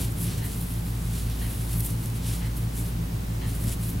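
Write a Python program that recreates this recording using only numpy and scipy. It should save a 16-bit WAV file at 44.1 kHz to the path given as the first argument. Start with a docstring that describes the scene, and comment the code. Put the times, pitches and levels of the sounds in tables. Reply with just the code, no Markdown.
"""Close, soft strokes of yarn brush over a crochet hook and fingers, with a few tiny snaps.
Each stroke is a swell of fibre friction, a bright brush over a lower rub; a snap is a strand slipping
off the hook. Behind the hands, two motors beat against each other in a throbbing hum, and the quiet
room holds a low rumble, steady hiss, a thin electronic whine and a faint tick once a second,
like a far clock."""
import sys
import numpy as np
from scipy import signal
from scipy.fft import rfft, irfft
from scipy.io import wavfile

SR = 44100
rng = np.random.default_rng(int(sys.argv[2]) if len(sys.argv) > 2 else 0)


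def master(y):
    """Save y as 16-bit WAV."""
    cut = np.clip(np.atleast_2d(y).T, -1, 1)
    pcm = np.round(cut * 32767)  # scale
    wavfile.write(sys.argv[1], SR, pcm.astype(np.int16))


N = 176400

# yarn strokes: peak_s, rise_s, fall_s, level_db, brightness_db_per_octave, rub_relative_db
YARN_STROKES = [ (.02, 0.07, 0.053, -36.5, 1, -5.5), (.115, .02, 0.025, -45.5, 2, -16),
                (.218, 0.043, 0.07, -36, 4, -14), (.305, 0.07, 0.074, -43, -2, -0.5),
                (.38, 0.022, .03, -45, -2, -2), (.463, 0.028, 0.022, -38.5, 8, -12),
                (.53, 0.081, 0.066, -42.5, -2, -8), (.62, 0.057, .03, -40.5, 11, -13),
                (.70, 0.062, 0.13, -43, 6, -10.5), (.87, 0.035, 0.069, -46.5, 6, -7),
                (1.03, 0.11, 0.095, -47.5, 2, -8), (1.175, 0.083, 0.08, -41.5, -1, -6),
                (1.31, 0.056, 0.084, -47.5, 3, -1), (1.41, .04, 0.053, -44.5, 6, -8.5),
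                (1.515, 0.11, 0.1, -42, 6, -8.5), (1.63, 0.061, 0.066, -44, 3, -8),
                (1.73, 0.052, 0.046, -38.5, 4, -7.5), (1.773, 0.029, 0.016, -40, 10, -15),
                (1.802, 0.026, 0.016, -34.5, 18, -16), (1.866, 0.039, 0.023, -33.5, 6, -14.5),
                (1.9, .02, 0.037, -40, 2, -11), (2.04, 0.064, 0.065, -43.5, 6, -9.5),
                (2.164, 0.025, 0.024, -43, 1, -7), (2.235, 0.037, .03, -55.5, -1, 3),
                (2.285, 0.052, 0.053, -39, -3, -6), (2.335, 0.055, 0.074, -41, -2, -4),
                (2.468, 0.018, 0.011, -45.5, 4, -6), (2.575, 0.017, 0.02, -39, 9, -12),
                (2.63, 0.042, .04, -50, 5, -7), (2.785, 0.04, 0.048, -38, 0, -13.5),
                (2.86, 0.043, 0.053, -44, 4, -9), (3.5, 0.035, 0.037, -43.5, -3, -8),
                (3.555, 0.031, 0.028, -43, 3, -9), (3.639, 0.048, 0.052, -40.5, 4, -9.5),
                (3.696, 0.029, 0.036, -39, -7, -8), (3.727, 0.021, 0.022, -37.5, 1, -8),
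                (3.845, 0.046, 0.035, -40.5, 4, -9.5), (3.892, 0.026, 0.04, -39.5, 11, -11)]
# airy top of fibres brushing: frequency_hz, gain_db
BRUSH_EQ = [(300, -34), (3000, -21), (6400, -10), (7600, -3.5), (8600, -3.5), (9900, 0), (11000, -1),
            (12300, -2.5), (14000, -9), (16000, -13)]
# lower body of yarn pressed on hook and skin: frequency_hz, gain_db
RUB_EQ = [(100, -17), (500, -5), (1000, -4.5), (1800, -3.5), (2400, -1.5), (3000, 1), (3800, 1.5),
          (4800, -1.5), (6200, -2.5), (9000, -26), (16000, -33)]
# strands snapping off the hook: start_s, peak_db, decay_s
STRAND_SNAPS = [(1.805, -21, .003), (1.8635, -30, 0.0013), (2.0591, -22, .0006), (2.1008, -28, 0.00046),
                (2.2785, -30, .0006), (3.551, -28, .0005), (3.893, -28, .001)]
# crisp tone of a snap: frequency_hz, gain_db
SNAP_EQ = [(300, -25), (3000, -13), (7500, -5), (10500, 6), (13000, -5), (16000, -7)]
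# partials of the motor and mains hum: pitch_hz
HUM_PITCHES = [110.27, 116.12, 119.95, 165.4, 171.25, 232.24, 239.94, 348.33]
# balance of those partials, in the same order: level_db
HUM_LEVELS = [-36, -35.5, -60.5, -52, -44, -63, -58.5, -59]
# fader ride on the lowest motor tone: time_s, level_db
DRONE_RIDE = [(0.04, -31.5), (0.25, -36), (1.47, -29), (1.52, -34), (1.79, -29), (2.06, -37), (2.3, -31),
              (2.61, -31), (2.67, -36), (2.77, -31), (3.17, -33.5), (3.66, -31), (3.92, -36.5), (3.96, -31)]
# low room tone: frequency_hz, gain_db
RUMBLE_EQ = [(8, -28), (18, -10), (45, -4.5), (68, -13.5), (87, 3.5), (105, -1), (125, -2), (143, -3),
             (165, 2.5), (205, -6), (245, -8.5), (280, -8), (320, -15), (420, -18), (600, -26.5),
             (1200, -36), (4000, -47.5)]
# stereo width of the rumble: frequency_hz, side_gain_db
RUMBLE_WIDTH = [(20, -28), (60, -26), (110, -24.5), (200, -16.5), (380, -1.5), (700, 6.5), (2000, 0)]
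# contour of the rumble's swells, centred and scaled down in rumble(): time_s, contour_db
RUMBLE_RIDE = [(0.0, -23.5), (0.05, -36), (0.08, -36), (0.29, -31.5), (0.34, -34), (1.19, -37.5),
               (1.21, -34), (1.34, -39.5), (1.4, -33.5), (1.68, -36), (1.7, -34.5), (2.17, -36.5),
               (3.62, -34.5), (3.69, -25), (3.72, -36), (3.9, -36), (3.95, -29.5), (4.0, -33)]
# far ticks: start_s, level_db
CLOCK_TICKS = [(.412, -46), (1.41, -45.5), (2.408, -46), (3.41, -45.5)]
# ringing peaks of a tick: frequency_hz, gain_db
TICK_EQ = [(300, -29), (900, 4.5), (1450, -9), (1850, 8.5), (2450, -2.5), (3100, 2.5), (3550, -10),
           (4150, 1.5), (5000, -13), (15000, -31)]
# broad bed of hiss: frequency_hz, gain_db
HISS_EQ = [(100, 0), (900, 8), (1500, 4), (2500, 2.5), (4400, 1), (7500, -0.5), (11000, 1), (15500, -1.5)]
# stereo width of the hiss: frequency_hz, side_gain_db
HISS_WIDTH = [(700, -1), (1300, 1.5), (2400, -0.5), (4400, -3.5), (8000, -9), (15000, -10)]

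BRUSH_SIDE_DB, RUB_SIDE_DB, TICK_SIDE_DB = -11.5, -16, -8  # stereo width: side against mid


def yarn(catch_db=1.34, catch_hz=111, swell_shape=1.57):
    """Yarn drags over hook and skin: brush and rub swell together, roughened as it catches and lets go."""
    out = np.zeros((2, N))
    t = np.arange(-SR // 4, SR // 4) / SR
    for peak_s, rise_s, fall_s, level_db, brightness_db, rub_db in YARN_STROKES:
        slope_s = np.where(t < 0, rise_s, fall_s)
        swell = np.exp(-abs(t / slope_s) ** swell_shape)  # shape 1 is pointed, 2 a bell
        brush = [unit_rms(eq(friction(len(t)), BRUSH_EQ, brightness_db)) for _ in range(2)]
        rub = [unit_rms(eq(friction(len(t)), RUB_EQ)) for _ in range(2)]
        stroke = stereo(*brush, BRUSH_SIDE_DB) + amp(rub_db) * stereo(*rub, RUB_SIDE_DB)
        catching_db = catch_db * wander(len(t), catch_hz)
        add(out, peak_s + t[0], stroke * swell * amp(level_db + catching_db))
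    return out


def friction(size, slips_per_s=5000, spread_db=1.5, smooth_gain=0.81):
    """A grain of tiny, uneven fibre slips over smooth sliding noise."""
    polarity = rng.choice([-1, 1], size)
    strength = amp(spread_db * np.minimum(rng.exponential(1, size), 5))
    slipping = rng.random(size) < slips_per_s / SR
    return unit_rms(polarity * strength * slipping) + smooth_gain * rng.standard_normal(size)


def snaps():
    """A strand slips off the hook in a very short, bright burst."""
    out = np.zeros((2, N))
    t = np.arange(-SR // 100, SR // 50) / SR
    for start_s, peak_db, decay_s in STRAND_SNAPS:
        envelope = (t >= 0) * np.exp(-abs(t) / decay_s)
        mid, side = [eq(rng.standard_normal(len(t)) * envelope, SNAP_EQ) for _ in range(2)]
        snap = stereo(mid, side, BRUSH_SIDE_DB) / abs(mid).max()
        add(out, start_s + t[0], amp(peak_db) * snap)
    return out


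def motor_hum(first_throb_s=0.077, drone_hz=55.14, waver_db=1.3, waver_hz=3.4):
    """Two motors beat about six times a second, their partials wavering over a deep drone."""
    t = np.arange(N) / SR - first_throb_s
    phase = rng.random()  # shared, so the partials line up on the first throb
    partials = np.zeros(N)
    for pitch_hz, level_db in zip(HUM_PITCHES, HUM_LEVELS):
        gain = amp(level_db + waver_db * wander(N, waver_hz))
        partials += gain * np.cos(2 * np.pi * (pitch_hz * t + phase))
    drone = amp(ride(DRONE_RIDE)) * np.cos(2 * np.pi * (drone_hz * t + rng.random()))
    return np.sqrt(2) * (partials + drone)


def rumble(level_db=-34, swell_depth=0.55):
    """Low room noise that swells and sinks a little."""
    contour_db = ride(RUMBLE_RIDE)
    swell = amp(swell_depth * (contour_db - contour_db.mean()))
    return swell * noise_bed(RUMBLE_EQ, RUMBLE_WIDTH, level_db)


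def clock(rise_s=0.0084, fade_from_s=0.034, t60_s=0.33):
    """A far tick, heard almost wholly as its ring in the room."""
    out = np.zeros((2, N))
    t = np.arange(SR // 2) / SR
    attack = np.minimum(t / rise_s, 1)
    tail = amp(-60 * np.maximum(t - fade_from_s, 0) / t60_s)
    for start_s, level_db in CLOCK_TICKS:
        ring = stereo(*noise_pair(len(t), TICK_EQ), TICK_SIDE_DB)
        add(out, start_s, amp(level_db) * attack * tail * ring)
    return out


def hiss(level_db=-45.5):
    """A steady noise floor, wide in the mids and narrower on top."""
    return noise_bed(HISS_EQ, HISS_WIDTH, level_db)


def whine(pitch_hz=15734, level_db=-64.5, flicker_db=3, flicker_hz=12):
    """A thin, very high electronic tone whose level flickers."""
    gain = amp(level_db + flicker_db * wander(N, flicker_hz))
    return np.sqrt(2) * gain * np.sin(2 * np.pi * pitch_hz * np.arange(N) / SR)


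def noise_bed(tone, width, level_db):
    """Steady stereo noise whose width depends on frequency."""
    mid, side = noise_pair(N, tone)
    return amp(level_db) * stereo(mid, eq(side, width))


def noise_pair(size, tone):
    """Two independent noises of one colour at rms 1, for mid and side."""
    return [unit_rms(eq(rng.standard_normal(size), tone)) for _ in range(2)]


def eq(x, points, tilt_db=0, pivot_hz=10300, top_hz=12900):
    """An EQ curve plus a per-octave tilt, running from an octave below the pivot up to top_hz."""
    hz = np.fft.rfftfreq(len(x), 1 / SR) + 1
    point_hz, point_db = np.transpose(points)
    curve_db = np.interp(np.log(hz), np.log(point_hz), point_db)
    octaves = np.maximum(np.log2(np.minimum(hz, top_hz) / pivot_hz), -1)
    return irfft(rfft(x) * amp(curve_db + tilt_db * octaves), len(x))


def wander(size, rate_hz):
    """Random modulation at rms 1, mostly slower than rate_hz."""
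    hz = np.fft.rfftfreq(size, 1 / SR)
    lowpass = (hz > 0) / (1 + (hz / rate_hz) ** 2)
    return unit_rms(irfft(rfft(rng.standard_normal(size)) * lowpass, size))


def ride(points):
    """A fader move: straight lines between timed points."""
    return np.interp(np.arange(N) / SR, *np.transpose(points))


def amp(db):
    """Decibels to gain."""
    return 10 ** (np.asarray(db) / 20)


def unit_rms(x):
    """Scales to rms 1."""
    return x / np.sqrt(np.mean(x ** 2) + 1e-20)


def stereo(mid, side, side_db=0):
    """Left and right from mid and side."""
    side = amp(side_db) * side
    return np.array([mid + side, mid - side])


def add(mix, start_s, sound):
    """Drops a sound into the mix, trimming any overhang."""
    at = round(start_s * SR)
    sound = sound[:, max(-at, 0):]
    part = mix[:, max(at, 0):][:, :sound.shape[1]]
    part += sound[:, :part.shape[1]]


def scene(lean_right_db=0.1):
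    """Hands up close, the room behind."""
    pan = amp([[-lean_right_db / 2], [lean_right_db / 2]])
    hands = (yarn() + snaps()) * pan
    return hands + clock() + motor_hum() + whine() + rumble() + hiss()


def record(dry, cutoff_hz=15900):
    """A steep high cut on the whole mix, just above the whine."""
    high_cut = signal.firwin(1023, cutoff_hz, window=("kaiser", 9), fs=SR)
    return signal.oaconvolve(dry, high_cut[None], "same")


dry = scene()
out = record(dry)
master(out)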